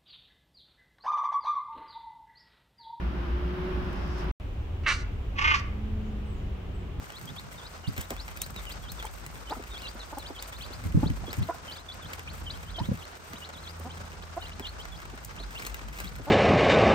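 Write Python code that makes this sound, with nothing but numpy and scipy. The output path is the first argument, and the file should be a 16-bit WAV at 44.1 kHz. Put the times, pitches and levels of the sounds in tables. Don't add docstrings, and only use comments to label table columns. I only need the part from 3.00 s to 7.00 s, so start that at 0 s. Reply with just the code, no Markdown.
import sys
import numpy as np
from scipy import signal
from scipy.fft import rfft, irfft, next_fast_len
from scipy.io import wavfile
from scipy.ndimage import map_coordinates

SR = 44100
rng = np.random.default_rng(int(sys.argv[2]) if len(sys.argv) > 2 else 0)


def generate_wav(signal):
    frames = np.transpose(np.atleast_2d(signal))
    scaled = np.clip(frames, -1, 1) * 32767
    pcm = np.round(scaled).astype(np.int16)
    wavfile.write(sys.argv[1], SR, pcm)


N = 176400

# frequency_hz, density_db
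FIRST_TRAFFIC_COLOUR = [(12, -63), (20, -3), (40, -18), (53, 5), (70, -1.5), (78, -3), (92, -13),
                        (126, -13.5), (171, -7.5), (213, -14.5), (298, -19.5), (362, -18.5), (439, -29),
                        (597, -25), (649, -28), (1040, -26.5), (1630, -30), (1870, -34), (3170, -38.5),
                        (4430, -49), (5090, -49), (7520, -65), (15500, -64)]
# frequency_hz, correlation
FIRST_LIKENESS = [(60, 0.9), (150, 1), (350, 0.61), (700, 0.007), (1400, 0), (8000, 0.033)]
# time_s, rumble_db, hiss_db
FIRST_TRAFFIC_LEVEL = [(0.0, -33, -46), (0.256, -36, -47), (0.76, -33, -45), (1.136, -34, -46.5),
                       (1.22, -34, -44), (1.3, -34, -46)]
# time_s, level_db
IDLE_LEVEL = [(0, -25), (.25, -32.5), (.33, -25.5), (.55, -30), (.66, -51), (.75, -47), (1.3, -34)]
# time_s, pitch_hz, level_db
FIRST_PASS = [(0, 176, -47.5), (.28, 176, -42), (.45, 180, -35), (.7, 184, -31), (.85, 182, -39),
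              (1, 181, -42.5), (1.3, 180, -41)]
# multiple, level_db
FIRST_HARMONICS = [(1, -11), (2, -4.5)]
# time_s, level_db
RUSTLE_LEVEL = [(.6, -80), (.95, -63), (1.17, -57), (1.2, -53), (1.31, -77)]
# frequency_hz, density_db
RUSTLE_SPECTRUM = [(2500, -13), (4400, 7), (5300, 11.5), (6500, -1), (9000, -9.5), (14000, -20)]
# start_s, peak_db
TWIG_TICKS = [(.848, -65), (.93, -55), (.962, -71), (1.077, -60), (1.183, -58), (1.242, -58)]

# frequency_hz, density_db
SECOND_TRAFFIC_COLOUR = [(12, -37), (20, 3), (33, 1.5), (80, 5.5), (153, -12.5), (213, -14.5), (245, -19),
                         (298, -19), (333, -25), (362, -18.5), (427, -23.5), (534, -27), (631, -29),
                         (686, -30), (746, -28), (906, -31), (1200, -33), (1720, -37.5), (3000, -37.5),
                         (4430, -50.5), (7950, -57.5), (8880, -63.5), (15500, -59.5)]
# frequency_hz, correlation
SECOND_LIKENESS = [(60, .97), (150, 0.98), (350, 0.57), (700, 0.16), (1400, 0), (8000, 0)]
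# time_s, rumble_db
SECOND_RUMBLE_LEVEL = [(1.42, -38.5), (1.51, -36.5), (1.67, -36), (2.0, -35), (3.4, -34), (3.63, -37.5),
                       (4.0, -35)]
# time_s, level_db, treble_db
BARK_DRIVE = [(1.835, -49.5, -16), (1.859, -45.5, -26.5), (1.865, -22, -32), (1.885, -22.5, -14.5),
              (1.908, -23, -18), (1.926, -28, -11.5), (1.938, -36, -7.5), (1.97, -52.5, 1.5),
              (2.03, -65, 6.5)]
CROAK_DRIVE = [(2.335, -77, -26), (2.375, -38, -20.5), (2.39, -31.5, -24), (2.42, -30.5, -19),
               (2.455, -25.5, -26), (2.49, -27, -22.5), (2.517, -24, -28), (2.535, -28, -24),
               (2.558, -26, -14), (2.575, -45.5, -8), (2.6, -53, 6.5)]
# time_s, pitch_hz, roughness (0-1)
BARK_MEMBRANES = [(1.86, 325, .6), (1.872, 305, .35), (1.883, 289, .18), (1.908, 284, .25),
                  (1.92, 288, .65), (1.945, 280, .85)]
CROAK_MEMBRANES = [(2.38, 285, .6), (2.425, 290, .35), (2.455, 307, .25), (2.485, 307, .16),
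                   (2.515, 303, .12), (2.535, 298, .22), (2.547, 277, .45), (2.58, 266, .55)]
# frequency_hz, gain_db
BARK_RESONANCE = [(200, -45), (520, -17.5), (850, -18.5), (1180, -0.5), (1450, -0.5), (1650, -4.5),
                  (2300, -1.5), (2480, -14.5), (2650, -2.5), (2900, -4.5), (3100, -14.5), (4650, -14.5),
                  (5200, -24.5), (6000, -18), (7200, -27.5), (9300, -32), (10200, -49.5), (15000, -55)]
CROAK_RESONANCE = [(200, -34), (500, -23), (760, -23), (930, -8), (1060, -3), (1180, 3), (1290, -4),
                   (1400, -8), (1700, -5), (1950, -5), (2130, 3), (2300, -6), (2460, -3), (2900, -5),
                   (3500, -16), (4000, -24), (4850, -21), (6300, -27), (7500, -38), (9000, -51),
                   (13000, -68)]
# frequency_hz, t60_s
GROVE_DECAY = [(300, .5), (2000, .5), (5000, .36), (12000, .28)]
# time_s, pitch_hz, level_db
SECOND_PASS = [(2.55, 197.7, -52.5), (2.7, 205, -51), (2.85, 216.1, -43), (3.1, 214, -42.5),
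               (3.3, 207, -49.5), (3.6, 188, -51.5), (4, 156.8, -53)]
# multiple, level_db
SECOND_HARMONICS = [(1, 3), (2, -12)]
# start_s, length_s, start_hz, end_hz, level_db
BIRD_PEEPS = [(3.02, 0.083, 6900, 6400, -72), (3.253, .1, 8260, 7700, -68), (3.345, .06, 6830, 6500, -69),
              (3.738, 0.031, 8150, 7886, -66.5), (3.775, .05, 7600, 7100, -73)]


def amp(db):
    return 10 ** (np.asarray(db) / 20)


def unit(x):
    return x / np.sqrt(np.mean(x ** 2) + 1e-20)


def along(points, hz):
    point_hz, values = np.transpose(points)
    return np.interp(np.log(hz + 1), np.log(point_hz + 1), values)


def clock():
    return np.arange(N) / SR


def curves(rows):
    time_s, *columns = np.transpose(rows)
    return [np.interp(clock(), time_s, column) for column in columns]


def during(rows):
    return (clock() >= rows[0][0]) & (clock() <= rows[-1][0])


def wobble(rate):
    return map_coordinates(rng.standard_normal(int(N * rate / SR) + 4), [clock() * rate])


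def filtered(x, response):
    size = next_fast_len(N + SR // 2)
    return irfft(rfft(x, size) * response(np.fft.rfftfreq(size, 1 / SR)), size)[..., :N]


def split(x, edge_hz):
    low = filtered(x, lambda hz: 1 / (1 + (hz / edge_hz) ** 12))
    return low, x - low


def resonate(x, colour, size=2048):
    gain = amp(along(colour, np.fft.rfftfreq(size, 1 / SR)))
    cepstrum = irfft(np.log(gain))
    cepstrum[1:size // 2] *= 2
    cepstrum[size // 2 + 1:] = 0
    return signal.fftconvolve(x, irfft(np.exp(rfft(cepstrum))))[:N]


def rush(colour, likeness):
    def mid_side_gains(hz):
        angle = np.arccos(np.clip(along(likeness, hz), -1, 1)) / 2
        return amp(along(colour, hz)) * [np.cos(angle), np.sin(angle)]
    mid, side = filtered(rng.standard_normal((2, N)), mid_side_gains)
    return unit(np.array([mid + side, mid - side]))


def first_traffic():
    rumble_db, hiss_db = curves(FIRST_TRAFFIC_LEVEL)
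    _, mean_rumble_db, mean_hiss_db = np.mean(FIRST_TRAFFIC_LEVEL, axis=0)
    rumble, hiss = split(rush(FIRST_TRAFFIC_COLOUR, FIRST_LIKENESS), edge_hz=241)
    rumble *= amp(rumble_db - mean_rumble_db - 5)
    hiss *= amp(hiss_db - mean_hiss_db + 0.4 * wobble(8.67))
    return amp(-28) * (rumble + hiss)


def idling_motor(pitch_hz=60.65, gain_db=-3.5):
    level_db, = curves(IDLE_LEVEL)
    phase = 2 * np.pi * np.cumsum(pitch_hz + 1.3 * wobble(12.56)) / SR
    return np.sqrt(2) * amp(level_db + gain_db) * np.sin(phase)


def far_engine(passage, harmonics):
    pitch_hz, level_db = curves(passage)
    phase = 2 * np.pi * np.cumsum(pitch_hz * (1 + 0.0042 * wobble(20))) / SR
    drone = sum(amp(level_db + harmonic_db + 0.4 * wobble(6.5)) * np.sin(multiple * phase)
                for multiple, harmonic_db in harmonics)
    return during(passage) * np.sqrt(2) * drone


def twigs(tick_t60_s=.012, tick_gain_db=7):
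    t = clock()
    envelope = sum(amp(peak_db + tick_gain_db - 60 * np.abs(t - start_s) / tick_t60_s) * (t >= start_s)
                   for start_s, peak_db in TWIG_TICKS)
    ticks = envelope * rng.standard_normal((2, N))
    rustle_db, = curves(RUSTLE_LEVEL)
    rustle = amp(rustle_db) * rush(RUSTLE_SPECTRUM, likeness=[(1000, .1)])
    return ticks + during(RUSTLE_LEVEL) * rustle


def second_traffic():
    rumble_db, = curves(SECOND_RUMBLE_LEVEL)
    low, high = split(rush(SECOND_TRAFFIC_COLOUR, SECOND_LIKENESS), edge_hz=241)
    rumble = amp(-34.5 + rumble_db - rumble_db.mean()) * unit(low)
    hiss = amp(-47 + 0.14 * wobble(4.86)) * unit(high)
    return rumble + hiss


def syrinx(membranes, throat, jitter=.023, scatter_db=1.8, puff_decay=.9):
    pitch_hz, roughness = curves(membranes)
    cycles = np.cumsum(pitch_hz * (1 + jitter * wobble(320))) / SR
    slaps = np.diff(np.floor(cycles), prepend=0) * amp(scatter_db * rng.standard_normal(N))
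    puffs = rng.standard_normal(N) * np.exp(-puff_decay * (cycles % 1))
    source = np.sqrt(1 - roughness) * unit(slaps) + np.sqrt(roughness) * unit(puffs)
    return unit(resonate(source, throat))


def heron_call(effort, membranes, throat, lift_db):
    level_db, treble_db = curves(effort)
    body, treble = split(syrinx(membranes, throat), edge_hz=3900)
    return during(effort) * amp(level_db) * (unit(body) + amp(treble_db + lift_db) * unit(treble))


def in_trees(x, pan_db=0, lead_s=0, grove_db=-11, branch_db=-7, branch_t60_s=.08):
    def echo(response):
        response = response / np.linalg.norm(response, axis=1, keepdims=True)
        return signal.fftconvolve(x[None], response, axes=1)[:, :N]
    hz, t, noise = signal.stft(rng.standard_normal((2, SR // 2)), SR, nperseg=256)
    grove_fade = amp(-60 * t / along(GROVE_DECAY, hz)[:, None])
    _, tail = signal.istft(noise * grove_fade, SR, nperseg=256)
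    branch_fade = amp(-60 * np.arange(SR // 8) / SR / branch_t60_s)
    scatter = rng.standard_normal((3, SR // 8)) * branch_fade
    branches = scatter[0] + scatter[1:]
    sides = np.array([[.5], [-.5]])
    direct = filtered(x, lambda hz: np.exp(2j * np.pi * hz * lead_s * sides))
    early = direct + amp(branch_db) * echo(branches)
    return amp(pan_db * sides) * early + amp(grove_db) * echo(tail)


def heron_bark():
    bark = amp(-1) * heron_call(BARK_DRIVE, BARK_MEMBRANES, BARK_RESONANCE, lift_db=2.8)
    return in_trees(bark, pan_db=-4, lead_s=-.00002)


def heron_croak(flutter_hz=32.4, depth_db=6, peak_s=2.391, fade_s=0.18):
    t = clock() - peak_s
    tremor_db = depth_db * np.exp(-np.abs(t) / fade_s) * np.cos(2 * np.pi * flutter_hz * t)
    croak = amp(2) * heron_call(CROAK_DRIVE, CROAK_MEMBRANES, CROAK_RESONANCE, lift_db=2.5)
    return in_trees(amp(tremor_db) * croak, pan_db=-3, lead_s=.00032)


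def small_bird(warble_hz=330):
    song = np.zeros(N)
    for start_s, length_s, start_hz, end_hz, level_db in BIRD_PEEPS:
        progress = np.clip((clock() - start_s) / length_s, 0, 1)
        pitch_hz = start_hz + (end_hz - start_hz) * progress + warble_hz * wobble(150)
        envelope = amp(level_db) * np.sqrt(np.abs(np.sin(np.pi * progress)))
        song += envelope * np.sin(2 * np.pi * np.cumsum(pitch_hz) / SR)
    return in_trees(amp(-4.5) * song, grove_db=5.5)


def scene(gap_start_s=1.3145, gap_end_s=1.3995):
    first_spot = first_traffic() + idling_motor() + far_engine(FIRST_PASS, FIRST_HARMONICS) + twigs()
    second_spot = second_traffic() + heron_bark() + heron_croak()
    second_spot += far_engine(SECOND_PASS, SECOND_HARMONICS) + small_bird()
    return first_spot * (clock() < gap_start_s) + second_spot * (clock() > gap_end_s)


def record(dry):
    return filtered(dry, lambda hz: hz < 15800)


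dry = scene()
out = record(dry)
generate_wav(out)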